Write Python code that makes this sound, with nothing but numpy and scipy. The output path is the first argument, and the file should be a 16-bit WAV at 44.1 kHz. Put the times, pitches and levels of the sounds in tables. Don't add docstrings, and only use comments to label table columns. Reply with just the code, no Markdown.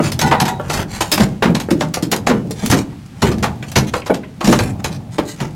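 import sys
import numpy as np
from scipy import signal
from scipy.fft import rfft, irfft, next_fast_len
from scipy.io import wavfile
from scipy.ndimage import uniform_filter1d, minimum_filter1d, map_coordinates

SR = 44100
rng = np.random.default_rng(int(sys.argv[2]) if len(sys.argv) > 2 else 0)


def pcm_store(signal):
    levels = np.round(np.clip(np.atleast_2d(signal), -1, 1) * 32767)
    wavfile.write(sys.argv[1], SR, levels.astype(np.int16).T)


N = 244755

# start in seconds, strength in dB, wetness in dB.
SLAPS = [(.119, -26, 6), (0.1915, -19.5, 4.5), (.214, -15.5, 3.5), (.312, -18.5, -7.5), (.321, -20.5, -10),
         (.401, -16, 3), (.453, -22.5, 1), (.48, -22.5, 2.5), (.698, -20, 0.5), (1.008, -14.5, 2.5),
         (1.117, -10, 8), (1.176, -18, -1.5), (1.203, -16, 0), (1.425, -16, -5.5), (1.456, -24.5, -6.5),
         (1.549, -19.5, 0), (1.6, -24.5, 3), (1.706, -22, 1), (1.808, -20, -3), (1.941, -19.5, 5.5),
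         (2.025, -26, 4.5), (2.116, -19, 7.5), (2.123, -18.5, -4), (2.163, -35.5, 9.5), (2.269, -15, -2.5),
         (2.297, -21, -6.5), (2.509, -34, 8), (2.661, -29, 9.5), (2.7, -19, 4.5), (2.713, -15.5, 6),
         (2.723, -15.5, -4), (3.2206, -15.5, -1.5), (3.315, -28.5, 0.5), (3.382, -37, 1),
         (3.429, -17.5, -1), (3.441, -20.5, -5.5), (3.626, -37, 1.5), (3.717, -32, 5), (3.7579, -7, 2),
         (3.937, -22.5, -5), (4.062, -26, -1), (4.141, -28, 1.5), (4.408, -25.5, -6.5), (4.444, -20.5, 3),
         (4.475, -19, 0), (4.5251, -14, -2), (4.589, -20, -0.5), (4.843, -18.5, 2), (5.183, -24.5, -3.5),
         (5.402, -26, -1.5)]
# frequency in Hz, relative level in dB per Hz.
CRACKLE = [(1000, -6), (2000, 2), (4000, 2), (7400, 1), (10000, -6.5), (16000, -16)]


def amp(db):
    return 10 ** (np.asarray(db) / 20)


def unit(x):
    return x / np.sqrt(np.mean(x ** 2) + 1e-20)


def along(points, hz):
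    f, v = np.transpose(points)
    return np.interp(np.log(hz + 1), np.log(f), v)


def wobble(knots, size):
    return map_coordinates(rng.standard_normal(int(knots) + 4), [np.linspace(1, knots + 1, size)])


def coloured(x, spectrum, uneven_db=0):
    hz = np.fft.rfftfreq(len(x), 1 / SR)
    humps = np.interp(np.sqrt(hz), np.linspace(0, np.sqrt(SR / 2), 512), wobble(110, size=512))
    gain = amp(along(spectrum, hz) + uneven_db * np.tanh(humps))
    return unit(irfft(rfft(x) * gain, len(x)))


def grains(size, per_second, spread_db):
    sizes = rng.standard_normal(size) * amp(spread_db * np.minimum(rng.exponential(size=size), 4))
    return unit(sizes * (rng.random(size) < per_second / SR))


def blow(t, rise, t60):
    return (1 - np.exp(-t / max(rise, 1e-4))) * np.exp(-np.log(1000) * t / max(t60, 1e-3))


def ring(modes, t, rise, vary_db):
    total = 0
    for hz, db, t60 in modes:
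        strength = amp(db + vary_db * rng.normal())
        total = total + strength * blow(t, rise, t60) * np.sin(2 * np.pi * (hz * t + rng.random()))
    return total


def add(track, s, sound):
    part = track[max(round(s * SR), 0):][:len(sound)]
    part += sound[:len(part)]


def sea():
    # frequency in Hz, relative level in dB per Hz.
    wash_colour = [(25, -8), (100, 5.5), (250, -2), (500, -24), (1300, -20), (4000, -27), (9000, -34),
                   (16000, -44)]
    level = amp(-38 + 1.2 * wobble(4 * N / SR, N))
    return level * coloured(rng.standard_normal(N), wash_colour)


def hull():
    # time in seconds, level in dB before the overall gain.
    weight_shifts = [(0.0, -27.5), (0.32, -25), (0.88, -31.5), (1.65, -34), (2.09, -37), (2.29, -24),
                     (2.75, -36), (2.87, -34), (3.07, -43.5), (3.2, -36), (3.37, -26.5), (3.99, -33),
                     (4.22, -46), (4.47, -31), (4.61, -27), (4.74, -24.5), (5.38, -37.5), (5.55, -32)]
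    # frequency in Hz, relative level in dB per Hz.
    rumble_colour = [(22, -22), (50, -23.5), (85, -0.5), (130, 3), (220, -1.5), (300, -13.5), (420, -21.5),
                     (800, -18.5), (2000, -56)]
    overall_db = 1.5
    rumble_db = np.interp(np.arange(N) / SR, *np.transpose(weight_shifts))
    return amp(rumble_db + overall_db) * coloured(rng.standard_normal(N), rumble_colour)


def cockpit(x):
    # frequency in Hz, t60 in seconds.
    wall_decay = [(100, 0.65), (400, 0.4), (1500, 0.23), (5000, 0.14), (14000, 0.14)]
    out, size = np.zeros(N), SR // 3
    for start in range(0, N, size):
        hz, t, bands = signal.stft(rng.standard_normal(SR // 2), SR, nperseg=256)
        fade = np.exp(-np.log(1000) * t / along(wall_decay, hz)[:, None])
        tail = signal.istft(bands * fade, SR, nperseg=256)[1]
        answer = signal.fftconvolve(x[start:start + size], tail / np.linalg.norm(tail))
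        add(out, start / SR + .005, answer)
    return out


def drips():
    shower_db, shower_t60_s = -25, 0.52
    drops_per_s, drop_db = 14, -61
    now, t = np.arange(N) / SR, np.arange(SR // 20) / SR
    power = sum(amp(2 * db) * blow(np.maximum(now - s, 0), 0.036, shower_t60_s) ** 2
                for s, db, wet_db in SLAPS)
    shower = amp(shower_db) * np.sqrt(power) * coloured(grains(N, 2500, 2.5), CRACKLE)
    tick = rng.standard_normal(len(t)) * blow(t, .0005, .03)
    falls = grains(N, drops_per_s, 0.6)
    drops = coloured(signal.fftconvolve(falls, tick)[:N], CRACKLE)
    return shower + amp(drop_db) * drops


def hoop():
    # frequency in Hz, relative level in dB, t60 in seconds.
    tube_modes = [(756, -2, 0.17), (844.5, 1, 0.19), (952, 3, 0.1), (1436, -6.5, .12), (1940, -6, 0.16),
                  (2550, -11.5, .1), (3840, -13, 0.4)]
    from_s, slips_out_s, clear_s = .2, 0.54, 1.05
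    hoop_db, fade_db_per_s = 3.5, 40
    soft_filter = signal.butter(1, 1200, fs=SR, output="sos")
    out, t = np.zeros(N), np.arange(SR // 2) / SR
    for s, strength_db, wet_db in SLAPS:
        if not from_s < s < clear_s:
            continue
        db = strength_db + hoop_db - fade_db_per_s * max(s - slips_out_s, 0)
        chatter = grains(len(t), 900, 1.8) * blow(t, 0.00043, 0.25)
        chatter = signal.sosfilt(soft_filter, chatter)
        clock = np.cumsum(1 + .025 * wobble(50, len(t))) / SR
        ringing = ring(tube_modes, clock, rise=0.00042, vary_db=2.5)
        tube = signal.fftconvolve(chatter, ringing)[:len(t)]
        add(out, s, amp(db - 14) * unit(tube))
    return out


def knocks():
    # start in seconds, relative level in dB, nominal pitch in Hz.
    gear_hits = [(.001, -3.5, 576), (.312, -6, 922), (.344, -6, 660), (.525, -14.5, 410),
                 (0.597, -9.5, 565), (1.007, -7, 1057), (1.21, -3.5, 710), (1.423, 0.5, 474),
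                 (1.6, -22, 430), (1.687, -9, 428), (1.815, -9.5, 702), (1.97, -7, 644), (2.03, -19, 410),
                 (2.27, -7.5, 726), (2.31, -6.5, 480), (2.507, -16.5, 458), (3.626, -20.5, 2136),
                 (3.939, -14, 1212), (3.959, -12, 486), (4.019, -24, 2410), (4.097, -2.5, 511),
                 (4.103, 0, 601), (4.234, -21.5, 2420), (4.474, -4, 446), (4.527, -6, 1386),
                 (5.183, -5, 590), (5.191, -4.5, 426)]
    puff_colour = [(120, -11), (300, -1.0), (600, -9.0), (1400, -15), (2200, -24), (5000, -45)]  # (Hz, dB)
    t60 = 0.087
    out, t = np.zeros(N), np.arange(SR // 2) / SR
    for s, db, hz in gear_hits:
        modes = [(hz, 0, t60 * 0.87), (hz * .76, -7, t60), (hz * 1.2, -6, t60),
                 (hz * 1.7, -10, t60 * 0.24), (hz * 1.9, -15, t60 * .5)]
        clock = np.cumsum(1 + .11 * wobble(70, len(t))) / SR
        note = ring(modes, clock, rise=0.00051, vary_db=3.5)
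        puff = coloured(rng.standard_normal(len(t)), puff_colour, uneven_db=12.0)
        puff = amp(-3.5) * puff * blow(t, 0.00031, t60 * 1.11)
        add(out, s, amp(db - 6.5) * (note + puff))
    return out


def slides():
    # start in seconds, length in seconds, strength in dB, wetness in dB.
    slithers = [(0, .12, -24, -2), (0.222, 0.098, -26, -0.5), (0.595, 0.26, -33, -7.5),
                (0.683, 0.12, -23.5, 0.5), (0.731, 0.12, -23, -3.5), (0.875, 0.15, -28.5, -1),
                (0.941, 0.25, -38.5, 1), (1.171, 0.1, -24, -2.5), (1.269, 0.12, -47, -7.5),
                (1.438, 0.094, -37, -14), (1.751, 0.13, -36.5, -2.5), (2.281, 0.15, -39, -11),
                (2.548, .2, -29, -2), (2.716, 0.12, -27, -1), (2.882, 0.077, -56.5, -17),
                (3.147, 0.16, -41.5, -4), (3.215, 0.11, -25, -5.5), (3.66, 0.056, -38.5, 2),
                (3.865, 0.042, -30.5, 2), (3.917, 0.1, -31, 0), (4.409, 0.2, -24.5, -0.5),
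                (4.525, 0.21, -29.5, -3), (4.786, 0.03, -39, -4), (4.897, 0.082, -36, 0),
                (5.111, 0.068, -37.5, -0.5), (5.242, .12, -39.5, 7.5), (5.361, 0.14, -33, -3.5)]
    # frequency in Hz, relative level in dB per Hz.
    rub_colour = [(130, 7), (260, -11.5), (500, -4.5), (850, -2.5), (1200, -6.5), (2000, -9), (3200, -17.5),
                  (6000, -48)]
    swell = 0.51
    out, t = np.zeros(N), np.arange(SR // 2) / SR
    for start, length, db, wet_db in slithers:
        speed = np.interp(t / length, [0, swell, 1], [0, 1, 0]) ** 1.06
        slips = amp(2.2 * wobble(60, len(t)))
        rub = amp(db - wet_db) * coloured(grains(len(t), 1500, 0.57), rub_colour, uneven_db=5)
        crackle = amp(db + wet_db) * coloured(grains(len(t), 4000, spread_db=2), CRACKLE, uneven_db=8)
        add(out, start, speed * slips * (rub + crackle))
    return out


def thumps():
    # start in seconds, relative level in dB, nominal panel pitch in Hz.
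    landings = [(.001, -5.5, 326.4), (.228, -6.5, 155), (.247, -9.5, 122), (.413, -8.5, 120.6),
                (.694, -12, 149.5), (.793, -14, 138), (1.124, -11, 294), (1.198, -4.5, 210.7),
                (1.221, -6.5, 127), (1.454, -3, 229.6), (1.495, -4.5, 153.5), (1.711, -3, 308.5),
                (1.818, -12, 163), (2.027, -10.5, 288), (2.122, -10.5, 208), (2.293, -1, 224.5),
                (2.45, -15.5, 151), (2.629, -9, 209), (2.7, -5, 110.7), (2.726, -1, 287),
                (3.226, -2.5, 140), (3.289, -6, 123), (3.423, -11, 129), (3.766, -3, 125),
                (4.102, -10.5, 245), (4.44, -10, 216), (4.479, 2, 202), (4.497, -2, 212.4),
                (4.604, -8.5, 96.5), (4.858, -14.5, 88), (5.183, -18.5, 248), (5.411, -12.5, 131)]
    # frequency in Hz, relative level in dB, t60 in seconds.
    deck_modes = [(77.6, -19.5, 0.16), (101, -23, 0.49), (117, -8.5, 0.16), (168, -2.5, 0.18),
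                  (184.4, -2, 0.23), (219.4, 1.5, 0.3), (273.8, -12.5, 0.76), (326.3, -10, 0.35),
                  (382.5, -8.5, 0.24)]
    # frequency in Hz, relative level in dB, t60 in seconds.
    hull_modes = [(49, -15, 0.18), (76, -2.5, 0.41), (90, 5.5, 0.075)]
    flesh_colour = [(30, -46), (80, -26), (150, 7.0), (330, 6.0), (600, -4.5), (1400, -44.5)]  # (Hz, dB)
    settle_s, settle_db, settle_hz = .045, -8.5, 163.4
    boom_db, boom_db_per_octave = -13, -12
    out, t = np.zeros(N), np.arange(SR // 2) / SR
    settling = [(s + settle_s, db + settle_db, settle_hz * np.exp(0.121 * rng.normal()))
                for s, db, hz in landings]
    for s, db, hz in landings + settling:
        pitch = hz * (1 + 0.027 * np.exp(-t / 0.022) + 0.094 * wobble(37.7, len(t)))
        panel = np.sin(2 * np.pi * np.cumsum(pitch) / SR) * blow(t, 0.001, t60=0.17)
        load = 1 + 0.0436 * rng.normal()
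        deck = amp(-13.5) * ring(deck_modes, t * load, rise=0.0019, vary_db=5.5)
        boom_gain = amp(boom_db + boom_db_per_octave * np.log2(hz / settle_hz))
        heaviness = min(amp(db), 1)
        boom = boom_gain * heaviness * ring(hull_modes, t, rise=0.012, vary_db=4.0)
        flesh = coloured(rng.standard_normal(len(t)), flesh_colour)
        flesh = amp(-5.5) * flesh * blow(t, 0.003, 0.18)
        add(out, s, amp(db - 2.5) * (panel + deck + boom + flesh))
    return out


def slaps():
    # frequency in Hz, relative level in dB per Hz.
    body_colour = [(120, -29), (300, -7.5), (550, -4.5), (900, -2.5), (1400, -10), (2600, -24), (6000, -89)]
    smack_colour = [(500, 0), (1100, -2.5), (1700, 1.5), (3000, -2), (4500, -8.5), (8000, -44.5)]
    spray_colour = [(2000, -14), (3800, 0.5), (5300, 1.5), (7200, -0.5), (9000, -11.5), (12000, -75),
                    (16000, -40)]
    mist_colour = [(6000, -8.5), (9000, 0.5), (11500, 1.5), (14000, -4), (16000, -31)]
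    # (dB over the slap's strength, dB gained per dB of wetness)
    body_law, smack_law, spray_law = (2.07, -1.17), (2.17, -0.35), (-2, 0.87)
    mist_law, crack_law = (-9, 1.18), (-4.1, 3.1)
    t60 = 0.11
    lead_s, lead_db = .003, -11
    out, t = np.zeros(N), np.arange(SR // 2) / SR
    for s, db, wet_db in SLAPS:
        body_gain, smack_gain, spray_gain, mist_gain, crack_gain = [
            amp(db + over_db + slope * wet_db)
            for over_db, slope in (body_law, smack_law, spray_law, mist_law, crack_law)]
        body = coloured(rng.standard_normal(len(t)), body_colour, uneven_db=-2)
        body = body_gain * body * blow(t, 0.0016, t60 * 1.255)
        smack = coloured(grains(len(t), 9000, 2.5), smack_colour, uneven_db=1.5)
        smack = smack_gain * smack * blow(t, 0.00085, t60)
        spray = coloured(grains(len(t), 7000, 3.9), spray_colour, uneven_db=7.0)
        spray = spray_gain * spray * blow(t, 0.00065, t60 * 0.97)
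        mist = coloured(grains(len(t), 6000, 0.87), mist_colour, uneven_db=9)
        mist = mist_gain * mist * blow(t, 0.0027, t60 * 0.98)
        splatter = amp(1.45 * wobble(97, len(t)) * (1.5 - np.exp(-t / 0.022)))
        crack = crack_gain * grains(len(t), 20000, 0.68) * blow(t, 0.00029, 0.0049)
        add(out, s, splatter * (body + smack + spray + mist) + crack)
        brush = coloured(grains(len(t), 5400, 3.8), CRACKLE) * blow(t, 0.00067, 0.12)
        add(out, s - lead_s, amp(db + lead_db) * brush)
    return out


def scene():
    struggle = slaps() + thumps() + knocks() + hoop() + slides() + drips()
    return (struggle + amp(-10.5) * cockpit(struggle) + hull() + sea())[None]


def record(dry):
    top_hz = 16000
    heard = signal.sosfilt(signal.butter(2, 32, "highpass", fs=SR, output="sos"), dry)
    needed = np.minimum(1, .97 / (np.abs(heard) + 1e-9))
    gain = uniform_filter1d(minimum_filter1d(needed, size=121), size=121)
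    size = next_fast_len(N + SR // 4)
    kept = np.fft.rfftfreq(size, 1 / SR) < top_hz
    return irfft(rfft(heard * gain, size) * kept, size)[:, :N]


dry = scene()
out = record(dry)
pcm_store(out)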